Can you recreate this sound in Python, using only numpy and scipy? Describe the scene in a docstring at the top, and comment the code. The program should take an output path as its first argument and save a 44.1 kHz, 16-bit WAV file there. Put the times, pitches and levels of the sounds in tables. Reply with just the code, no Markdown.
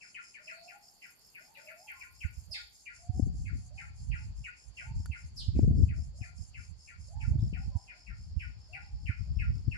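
"""Tropical forest edge

Two birds trade sharp down-slurred chips among the trees; another kind gives harsh, higher slurs.
Cicadas pulse about five times a second over an insect chorus. Far off, probably gibbons whoop.
Puffs of wind buffet two microphone ports just above a gravel bank, where a few pebbles tick."""
import sys
import numpy as np
from scipy import signal
from scipy.fft import rfft, irfft, next_fast_len
from scipy.io import wavfile
from scipy.ndimage import uniform_filter1d, map_coordinates

SR = 44100
rng = np.random.default_rng(int(sys.argv[2]) if len(sys.argv) > 2 else 0)


def bounce(signal):
    """Save signal as a 16-bit WAV file at the path given by the first command-line argument."""
    frames = np.transpose(np.atleast_2d(signal))
    limited = np.clip(frames, -1, 1)
    pcm = np.round(limited * 32767).astype(np.int16)
    wavfile.write(sys.argv[1], SR, pcm)


N = 430857


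def amp(db):
    """Decibels to gain."""
    return 10 ** (np.asarray(db) / 20)


def unit(x):
    """Scale to rms 1."""
    return x / np.sqrt(np.mean(x ** 2) + 1e-20)


def even(x, size):
    """Steady a noise's strength over windows of size samples."""
    return unit(x / np.sqrt(np.abs(uniform_filter1d(x ** 2, size, axis=1)) + 0.025))


def along(points, hz):
    """Read (freq_hz, value) points on a log axis."""
    freq_hz, values = np.transpose(points)
    return np.interp(np.log(hz + 1), np.log(freq_hz + 1), values)


def curves(rows, size=N):
    """One per-sample curve for each column after time_s."""
    time_s, *columns = np.transpose(rows)
    return [np.interp(np.arange(size) / SR, time_s, column) for column in columns]


def wobble(rate_hz, size=N):
    """Smooth random curve with rate_hz knots a second."""
    knots = rng.standard_normal(int(size * rate_hz / SR) + 4)
    steps = np.arange(0, len(knots) - 1, 1 / 8)
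    return np.interp(np.arange(size) * rate_hz / SR, steps, map_coordinates(knots, [steps]))


def filtered(x, response):
    """Apply the gain response(hz)."""
    size = next_fast_len(N + SR // 2)
    return irfft(rfft(x, size) * response(np.fft.rfftfreq(size, 1 / SR)), size)[..., :N]


def noise(spectrum):
    """Coloured noise of rms 1, independent in each channel."""
    return unit(filtered(rng.standard_normal((2, N)), lambda hz: amp(along(spectrum, hz))))


def pan(side_db):
    """Constant-power gains; side_db is left minus right."""
    gains = amp(np.array([side_db, -side_db]) / 2).reshape(2, -1)
    return gains / np.sqrt(np.mean(gains ** 2, axis=0))


def add(track, start_s, sound):
    """Mix a sound into the track."""
    start = round(start_s * SR)
    sound = sound[..., max(0, -start):max(0, N - start)]
    track[..., max(0, start):max(0, start) + sound.shape[-1]] += sound


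def sine(hz):
    """Sine following a pitch curve."""
    return np.sin(2 * np.pi * np.cumsum(hz) / SR)


def whistle(hz, octave_db):
    """Gliding tone with a weak octave."""
    return sine(hz) + amp(octave_db) * sine(2 * hz)


# Forest reverberation: freq_hz, t60_s
FOREST_DECAY = [(500, 0.32), (900, 1), (1400, 0.17), (2300, 0.37), (5000, 0.51), (12000, .085)]
def among_trees(call, direct_db, early_db, early_t60_s, correlation):
    """A call arrives directly, off the nearest trunks and as a long scatter from the forest."""
    hz, t, spectra = signal.stft(rng.standard_normal((2, SR * 2 // 3)), SR, nperseg=256)
    late = amp(-60 * t / along(FOREST_DECAY, hz)[:, None])
    early = amp(early_db - 60 * t / early_t60_s)
    paths = signal.istft(spectra * (late + early), SR, nperseg=256)[1]
    paths[1] = correlation * paths[0] + np.sqrt(1 - correlation ** 2) * paths[1]
    paths /= np.linalg.norm(paths[0])
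    paths[:, 0] += amp(direct_db)
    heard = signal.fftconvolve(call[None], paths, axes=1)
    return heard / np.sqrt(np.sum(heard ** 2) / (2 * len(call)))


# Outdoor background: freq_hz, density_db
AIR_SPECTRUM = [(20, -6.5), (45, 6.5), (75, -1), (160, 6.5), (300, 0.5), (500, -3), (850, 0), (1200, -6.5),
                (2400, -9), (3300, -9.5), (3900, -13.5), (8000, -46), (15000, -53.5)]
def background_air():
    """Faint, low, slowly wavering hiss."""
    return amp(-72.5 + 1.4 * wobble(4.4)) * noise(AIR_SPECTRUM) * pan(3.4)


# Insect chorus: freq_hz, density_db
CHORUS_SPECTRUM = [(3000, -29), (3900, -21.5), (4300, -8), (4530, 1.5), (4750, -4.5), (5400, -10),
                   (5900, -19.5), (7500, -11), (8000, -49.5), (9500, -25.5), (11000, -32), (12500, -41.5)]
# High insect's swell: time_s, level_db
SIZZLE_LEVEL = [(0, -102), (.38, -92), (.48, -81.5), (1, -75.5), (2, -75.5), (2.25, -79), (2.83, -79),
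                (2.9, -100), (3.3, -108)]
# High insect's colour: freq_hz, density_db
SIZZLE_SPECTRUM = [(6500, -29), (8200, -5.5), (9000, 5), (10500, 2), (11700, 9), (12500, -1), (14300, 4),
                   (15200, -16)]
def insects():
    """A steady chorus, and one higher, grainy sizzle that swells and stops."""
    chorus = amp(-70.5 + 1.9 * wobble(28)) * noise(CHORUS_SPECTRUM)
    grain = unit(amp(3.5 * wobble(220)))
    sizzle_gain = amp(curves(SIZZLE_LEVEL)[0] + 5 + 0.74 * wobble(14))
    return chorus + sizzle_gain * grain * noise(SIZZLE_SPECTRUM) * pan(-15.5)


# Far calls: start_s, length_s, first_hz, middle_hz, last_hz, level_db
WHOOP_CALLS = [(.375, 0.35, 625, 657, 743, -62), (0.646, 0.13, 624, 753, 837, -62.5),
               (1.387, 0.16, 564, 821, 910, -68), (1.559, 0.17, 604, 609, 636, -60.5),
               (1.719, 0.16, 634, 714, 903, -64.5), (1.927, 0.084, 1153, 1086, 1030, -64),
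               (2.479, 0.095, 534, 743, 880, -69), (2.968, 0.25, 682, 718.5, 780, -62),
               (3.552, 0.15, 751, 738, 708, -78), (3.697, 0.11, 531, 753, 870, -66.5),
               (4.06, 0.2, 870, 852, 878, -76.5), (4.794, 0.14, 553, 890, 905, -64.5),
               (5.62, 0.15, 685, 681, 657, -67.5), (5.924, 0.094, 542, 658, 717, -73),
               (6.124, 0.11, 524, 680, 777, -68.5), (7.071, 0.14, 513, 832, 909, -61.5),
               (7.292, 0.087, 488, 617, 703, -68.5), (7.384, 0.27, 650, 668, 880, -68.5),
               (7.691, 0.096, 516, 647, 844, -65), (7.711, 0.068, 1152, 1033, 930, -65),
               (7.915, 0.076, 548, 650, 780, -73.5), (8.681, 0.13, 580, 772, 839, -62),
               (9.237, 0.061, 517, 608, 760, -75)]
def distant_whoops():
    """Pure glides, mostly rising, scoop up from below and hang in the forest."""
    out = np.zeros((2, N))
    for start_s, length_s, first_hz, middle_hz, last_hz, level_db in WHOOP_CALLS:
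        progress = np.linspace(0, 1, int(length_s * SR))
        size = len(progress)
        course_hz = np.interp(progress, [0, .5, 1], [first_hz, middle_hz, last_hz])
        glide_hz = uniform_filter1d(course_hz, size // 4, mode="nearest")
        scoop = 1 - 0.1 * np.exp(-progress * length_s / 0.022)
        waver = 1 + .021 * wobble(250, size)
        envelope = signal.windows.tukey(size, .3) * amp(10 * progress)
        call = envelope * whistle(glide_hz * scoop * waver, octave_db=-27.5)
        heard = among_trees(call, direct_db=-1.5, early_db=-2, early_t60_s=.12, correlation=.6)
        add(out, start_s, amp(level_db + 0.5) * heard)
    return out * pan(0.81)


# Cicada pulse pace: time_s, rate_hz
PULSE_RATE = [(0.0, 4.772), (1.3, 5.284), (2.2, 5.466), (2.7, 4.804), (5.4, 5.077), (7.05, 4.676),
              (7.5, 5.6), (8.0, 4.844), (8.7, 4.597), (9.1, 6.037), (9.77, 5.056)]
def abdomen_swells(centre_cycles, width_cycles):
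    """Flat-topped swells of a cicada's abdomen, uneven in strength."""
    cycles = np.cumsum(curves(PULSE_RATE)[0]) / SR
    off_centre = (cycles - centre_cycles + .5) % 1 - .5
    return amp(.9 * wobble(5)) / np.sqrt(1 + (off_centre / width_cycles) ** 10)


# Noise around the tymbal tone: freq_hz, density_db
TONE_SPECTRUM = [(4000, -50), (4750, -20), (5050, -2), (5250, 0), (5500, -6), (5800, -24), (6600, -48)]
# Cicada rasp: freq_hz, density_db
RASP_SPECTRUM = [(4500, -54), (5700, -11), (6200, 3.5), (6900, 1.5), (7400, 8), (7650, 4), (7880, -41.5),
                 (8300, -30.5), (8800, -7), (10600, -4.5), (11400, -18), (12200, -31), (15000, -41.5)]
# Pulse strength: time_s, tone_db, rasp_db
CICADA_LEVELS = [(0, -60, -67.5), (.6, -61, -67), (1.3, -65, -71), (2.3, -64.5, -68), (3.1, -65.5, -66.5),
                 (3.65, -71, -70.5), (4, -67, -68), (4.9, -63, -68.5), (5.7, -66.5, -70),
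                 (6.25, -62, -67.5), (7.6, -63.5, -71.5), (8.6, -66, -78), (9.77, -66, -76)]
def cicadas():
    """Each tymbal stroke is a tiny falling tone; a rasp swells above. A second cicada fills the gaps."""
    stroke_hz, ring_hz, join_s, join_db = 71.8, 5200, 7.04, -5.5
    tone_db, rasp_db = curves(CICADA_LEVELS)
    stroke_phase = np.cumsum(stroke_hz + 2.5 * wobble(12)) / SR % 1
    opening = np.sin(np.pi * stroke_phase) ** 2
    pitch_hz = ring_hz * (1 + .14 * (.5 - stroke_phase) + .026 * wobble(1200))
    ring = opening * amp(3 * wobble(70)) * whistle(pitch_hz, octave_db=-28.5)
    heard = among_trees(ring, direct_db=1, early_db=24, early_t60_s=.02, correlation=0)[:, :N]
    first = abdomen_swells(.33, .21)
    second = amp(join_db) * np.clip(np.arange(N) / SR - join_s, 0, 1) * abdomen_swells(.82, .2)
    carrier = even(unit(heard + .55 * noise(TONE_SPECTRUM)), size=SR // 20)
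    tone = amp(tone_db - .2) * np.hypot(first, second) * carrier
    rasp_gain = amp(rasp_db + 4.4 + 1.5 * wobble(45)) * abdomen_swells(.41, .33)
    rasp = rasp_gain * noise(RASP_SPECTRUM) * amp(2 * (opening - 1.1))
    return tone + rasp


# Pebble contacts: start_s, level_db
GRAVEL_TICKS = [(5.059, -30.5), (5.428, -57), (7.384, -55)]
# Pebble resonances: freq_hz, level_db, t60_s
PEBBLE_MODES = [(1450, -8, 0.025), (1690, -18, 0.028), (4580, -15.5, 0.066), (7100, -11.5, 0.014),
                (11200, -7, 0.0099)]
def gravel():
    """Pebbles touch: a short crack and a dead ring, dulled by the sand."""
    out, t = np.zeros((2, N)), np.arange(SR // 10) / SR
    ring = sum(amp(db - 60 * t / t60_s) * np.sin(2 * np.pi * hz * t) for hz, db, t60_s in PEBBLE_MODES)
    for start_s, level_db in GRAVEL_TICKS:
        crack = 0.24 * amp(-60 * t / 0.025) * rng.standard_normal((2, len(t)))
        add(out, start_s, amp(level_db - 6) * (ring + crack))
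    return filtered(out, lambda hz: 1 / (1 + (hz / 12000) ** 20))


def port_jitter(depth_db, rate_hz):
    """Random gain of rms 1, independent at each microphone port."""
    return unit(amp(depth_db * np.array([wobble(rate_hz), wobble(rate_hz)])))


# Breeze between puffs: time_s, level_db
BREEZE_LEVEL = [(1.8, -82.5), (2.3, -53), (2.85, -75), (3.3, -34.5), (3.75, -51.5), (4.3, -43),
                (4.64, -70.5), (5.02, -39), (5.19, -54.5), (5.46, -43.5), (5.7, -24.5), (6.1, -44.5),
                (6.5, -56), (6.83, -61.5), (7.45, -31.5), (7.98, -68.5), (8.15, -45.5), (8.8, -54),
                (9.6, -40.5)]
# Puffs: peak_s, level_db, side_db
WIND_PUFFS = [(2.498, -47.5, -27), (3.17, -32, 3.5), (3.411, -41.5, 3), (3.542, -34.5, 10),
              (3.738, -43.5, -22), (4.038, -44.5, -16), (4.112, -30.5, -17), (4.197, -43, -13),
              (4.389, -38.5, 13), (4.691, -49, -32), (4.905, -36.5, -7), (4.971, -34, -1),
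              (5.259, -43.5, 1), (5.581, -26, -1.5), (5.648, -23.5, 4), (5.748, -34, 14),
              (5.797, -24.5, 6.5), (5.916, -33.5, -18), (5.993, -37, 20), (6.404, -38.5, -30),
              (6.598, -42.5, 7), (6.713, -43, -30), (7.007, -43.5, -23), (7.177, -41, -24),
              (7.24, -35, -16), (7.325, -26.5, -10), (7.594, -38.5, 7), (7.683, -32.5, -20),
              (8.117, -43, 16), (8.484, -39, 30), (8.955, -38, -5.5), (9.049, -37, 11), (9.213, -33.5, 31),
              (9.317, -30, 6.5), (9.414, -30, 10), (9.492, -26, -9), (9.559, -34, 28)]
def airflow():
    """Wind strength at each port: a fitful breeze with short puffs on top."""
    puff_width_s = 0.038
    t = np.arange(N) / SR
    breeze = amp(curves(BREEZE_LEVEL)[0]) * port_jitter(depth_db=3.2, rate_hz=22) * pan(1.5)
    power = breeze ** 2
    for peak_s, level_db, side_db in WIND_PUFFS:
        span = slice(max(0, int((peak_s - .5) * SR)), int((peak_s + .5) * SR))
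        puff = amp(level_db) * pan(side_db) / np.cosh(2 * (t[span] - peak_s) / puff_width_s)
        power[:, span] += puff ** 2
    return np.sqrt(power)


# Large eddies: freq_hz, density_db
RUMBLE_SPECTRUM = [(20, -37.5), (35, -9.5), (52, 10), (78, 8), (120, -1), (190, -14.5), (280, -34),
                   (420, -71), (800, -88), (1500, -100)]
# Small eddies: freq_hz, density_db
FLUTTER_SPECTRUM = [(60, -35), (130, 14), (230, 9), (380, -7.5), (600, -22.5), (1000, -49), (2000, -90)]
# Weight of the small eddies: time_s, gain_db
FLUTTER_GAIN = [(2.3, -15), (3.1, -7.5), (3.5, -8), (4.2, -35), (5.2, -14), (5.7, -4), (6.1, -16),
                (7.5, -13), (8.5, -17.5), (9.4, -23), (9.7, -6)]
def wind():
    """Each port meets its own eddies; stronger puffs break into smaller, higher ones, mostly left."""
    flow = airflow()
    lumps = port_jitter(depth_db=1.8, rate_hz=40)
    spikes = port_jitter(depth_db=4, rate_hz=70)
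    break_up = amp(curves(FLUTTER_GAIN)[0]) * np.sqrt(flow / amp(-22))
    flutter = break_up * spikes * even(noise(FLUTTER_SPECTRUM), size=SR // 40) * pan(6.2)
    rumble = amp(1.5) * lumps * even(noise(RUMBLE_SPECTRUM), size=SR // 32)
    return flow * (rumble + flutter)


# Eddy impacts: peak_s, level_db, pitch_hz, side_db
PORT_BUFFETS = [(2.254, -24, 77, -44), (2.383, -33, 63, -18), (3.099, -22.5, 97, -42),
                (3.198, -19, 241, 41), (3.229, -18, 91, 21), (3.471, -28.5, 85, -27), (5.003, -27, 92, 25),
                (5.101, -25, 83, -27), (5.489, -18.5, 87, -34), (5.593, -16, 269, 24),
                (5.634, -14.5, 128, 23), (5.68, -16, 165, 20), (5.707, -21, 95, -12),
                (5.836, -11.5, 88, 19), (6.216, -28.5, 100, 35), (7.282, -19.5, 87, -18),
                (7.357, -20.5, 113, -11), (7.394, -21.5, 85, 4), (7.431, -19, 98, 4),
                (7.53, -32.5, 174, 12), (7.76, -21, 85, -41), (8.373, -21.5, 73, -33),
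                (9.098, -21, 92.5, -14), (9.373, -21, 70, 19), (9.683, -18, 111, 37)]
def buffets():
    """An eddy hits a port: pressure swings build fast and die away, with a higher flap at the peak."""
    out, t = np.zeros((2, N)), np.arange(-SR // 20, SR // 10) / SR
    for peak_s, level_db, pitch_hz, side_db in PORT_BUFFETS:
        cycles = pitch_hz * t
        width_cycles = np.where(t < 0, 0.6, 1.05)
        swing = np.exp(-(cycles / width_cycles) ** 2) * np.cos(2 * np.pi * cycles)
        flap = amp(-12.5) * np.exp(-(cycles / 0.29) ** 2) * np.sin(2 * np.pi * 2 * cycles)
        add(out, peak_s + t[0], amp(level_db) * pan(side_db) * (flap - swing))
    return out


# Course of one slur: length_fraction, glide_fraction, level_db
SLUR_CONTOUR = [(0, -.2, -18), (.14, 0, -3), (.33, .06, 5), (.62, .52, 1.5), (.85, .87, -3.5), (1, 1, -12)]
# Higher bird's notes: start_s, length_s, held_hz, last_hz, level_db
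SLUR_CALLS = [(0.498, 0.17, 4450, 4430, -69), (1.537, 0.036, 4110, 2710, -73.5),
              (2.507, 0.059, 5010, 3080, -48), (5.358, .068, 5194, 2780, -51.5),
              (7.382, 0.024, 3410, 4400, -76)]
def slurring_bird():
    """A harsh slur flicks to a note, holds, then slides (mostly down) and fades; its octave hisses."""
    out = np.zeros((2, N))
    length_fraction, glide_fraction, contour_db = np.transpose(SLUR_CONTOUR)
    for start_s, length_s, held_hz, last_hz, level_db in SLUR_CALLS:
        progress = np.linspace(0, 1, int(length_s * SR))
        size = len(progress)
        pitch_hz = held_hz + (last_hz - held_hz) * np.interp(progress, length_fraction, glide_fraction)
        hoarse = 1 + .045 * wobble(1500, size)
        envelope = amp(np.interp(progress, length_fraction, contour_db))
        tone = envelope * whistle(pitch_hz * hoarse, octave_db=-17)
        hiss = amp(-15) * np.sin(np.pi * np.sqrt(progress)) * wobble(4500, size) * sine(2 * pitch_hz)
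        call = signal.windows.tukey(size, .1) * (tone + hiss)
        heard = among_trees(call, direct_db=-9, early_db=-2.5, early_t60_s=.24, correlation=-.13)
        add(out, start_s, amp(level_db + 7.5) * heard)
    return out * pan(-1.1)


# Course of one chip: time_s, pitch_ratio, level_db
CHIP_CONTOUR = [(0, 2.0, -16), (.01, 1.85, 5.5), (.022, 1.61, 6), (.032, 1.37, 2.5), (.043, 1.11, -4),
                (.051, 1, 0), (.066, .995, -7.5), (.076, 1.01, -23)]
# A near and a farther bird taking turns: start_s, level_db
CHIP_CALLS = [(0, -60), (0.139, -51.5), (.334, -57.5), (.467, -51.5), (.671, -58.5), (1.009, -57.5),
              (1.338, -57), (1.543, -60), (1.664, -56), (1.869, -52), (1.994, -55), (2.201, -52.5),
              (2.53, -51), (2.851, -53), (3.447, -57), (3.768, -53), (4.108, -52), (4.434, -50.5),
              (4.765, -51.5), (5.107, -53), (5.543, -72.5), (5.874, -61), (6.206, -58), (6.533, -57.5),
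              (6.867, -59.5), (7.198, -57.5), (7.524, -57), (7.869, -57), (8.06, -58.5), (8.388, -52.5),
              (8.724, -51), (9.054, -49.5), (9.382, -50), (9.709, -50.5)]
def chipping_birds():
    """Each chip starts hoarse, edged by a noisy fourth harmonic, and falls an octave to a clean note."""
    end_hz, scatter_hz = 1410.3, 16
    near_db, near_side_db = -50.5, 2.5
    out = np.zeros((2, N))
    size = int(CHIP_CONTOUR[-1][0] * SR)
    pitch_ratio, contour_db = curves(CHIP_CONTOUR, size)
    envelope = signal.windows.tukey(size, .1) * amp(contour_db)
    strain = np.sqrt(np.abs(pitch_ratio - 1))
    for start_s, level_db in CHIP_CALLS:
        hoarse = (.004 + .055 * strain) * wobble(900, size)
        rattle = 1 + .55 * strain * wobble(1000, size)
        pitch_hz = (end_hz + rng.normal(0, scatter_hz)) * (pitch_ratio + hoarse)
        edge = amp(-30) * wobble(2000, size) * sine(4 * pitch_hz)
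        call = envelope * (rattle * whistle(pitch_hz, octave_db=-30) + edge)
        heard = among_trees(call, direct_db=-15, early_db=4, early_t60_s=.27, correlation=-.3)
        side_db = near_side_db + 0.33 * (near_db - level_db)  # fainter chips sit farther left
        add(out, start_s, amp(level_db + 5.5) * heard * pan(side_db))
    return out


def scene():
    """Air and animals, with wind and gravel close by."""
    air = background_air()
    animals = chipping_birds() + slurring_bird() + distant_whoops() + cicadas() + insects()
    return air + animals + wind() + buffets() + gravel()


def record(dry):
    """Brick-wall low-pass."""
    cutoff_hz = 15200
    return filtered(dry, lambda hz: hz < cutoff_hz)


dry = scene()
out = record(dry)
bounce(out)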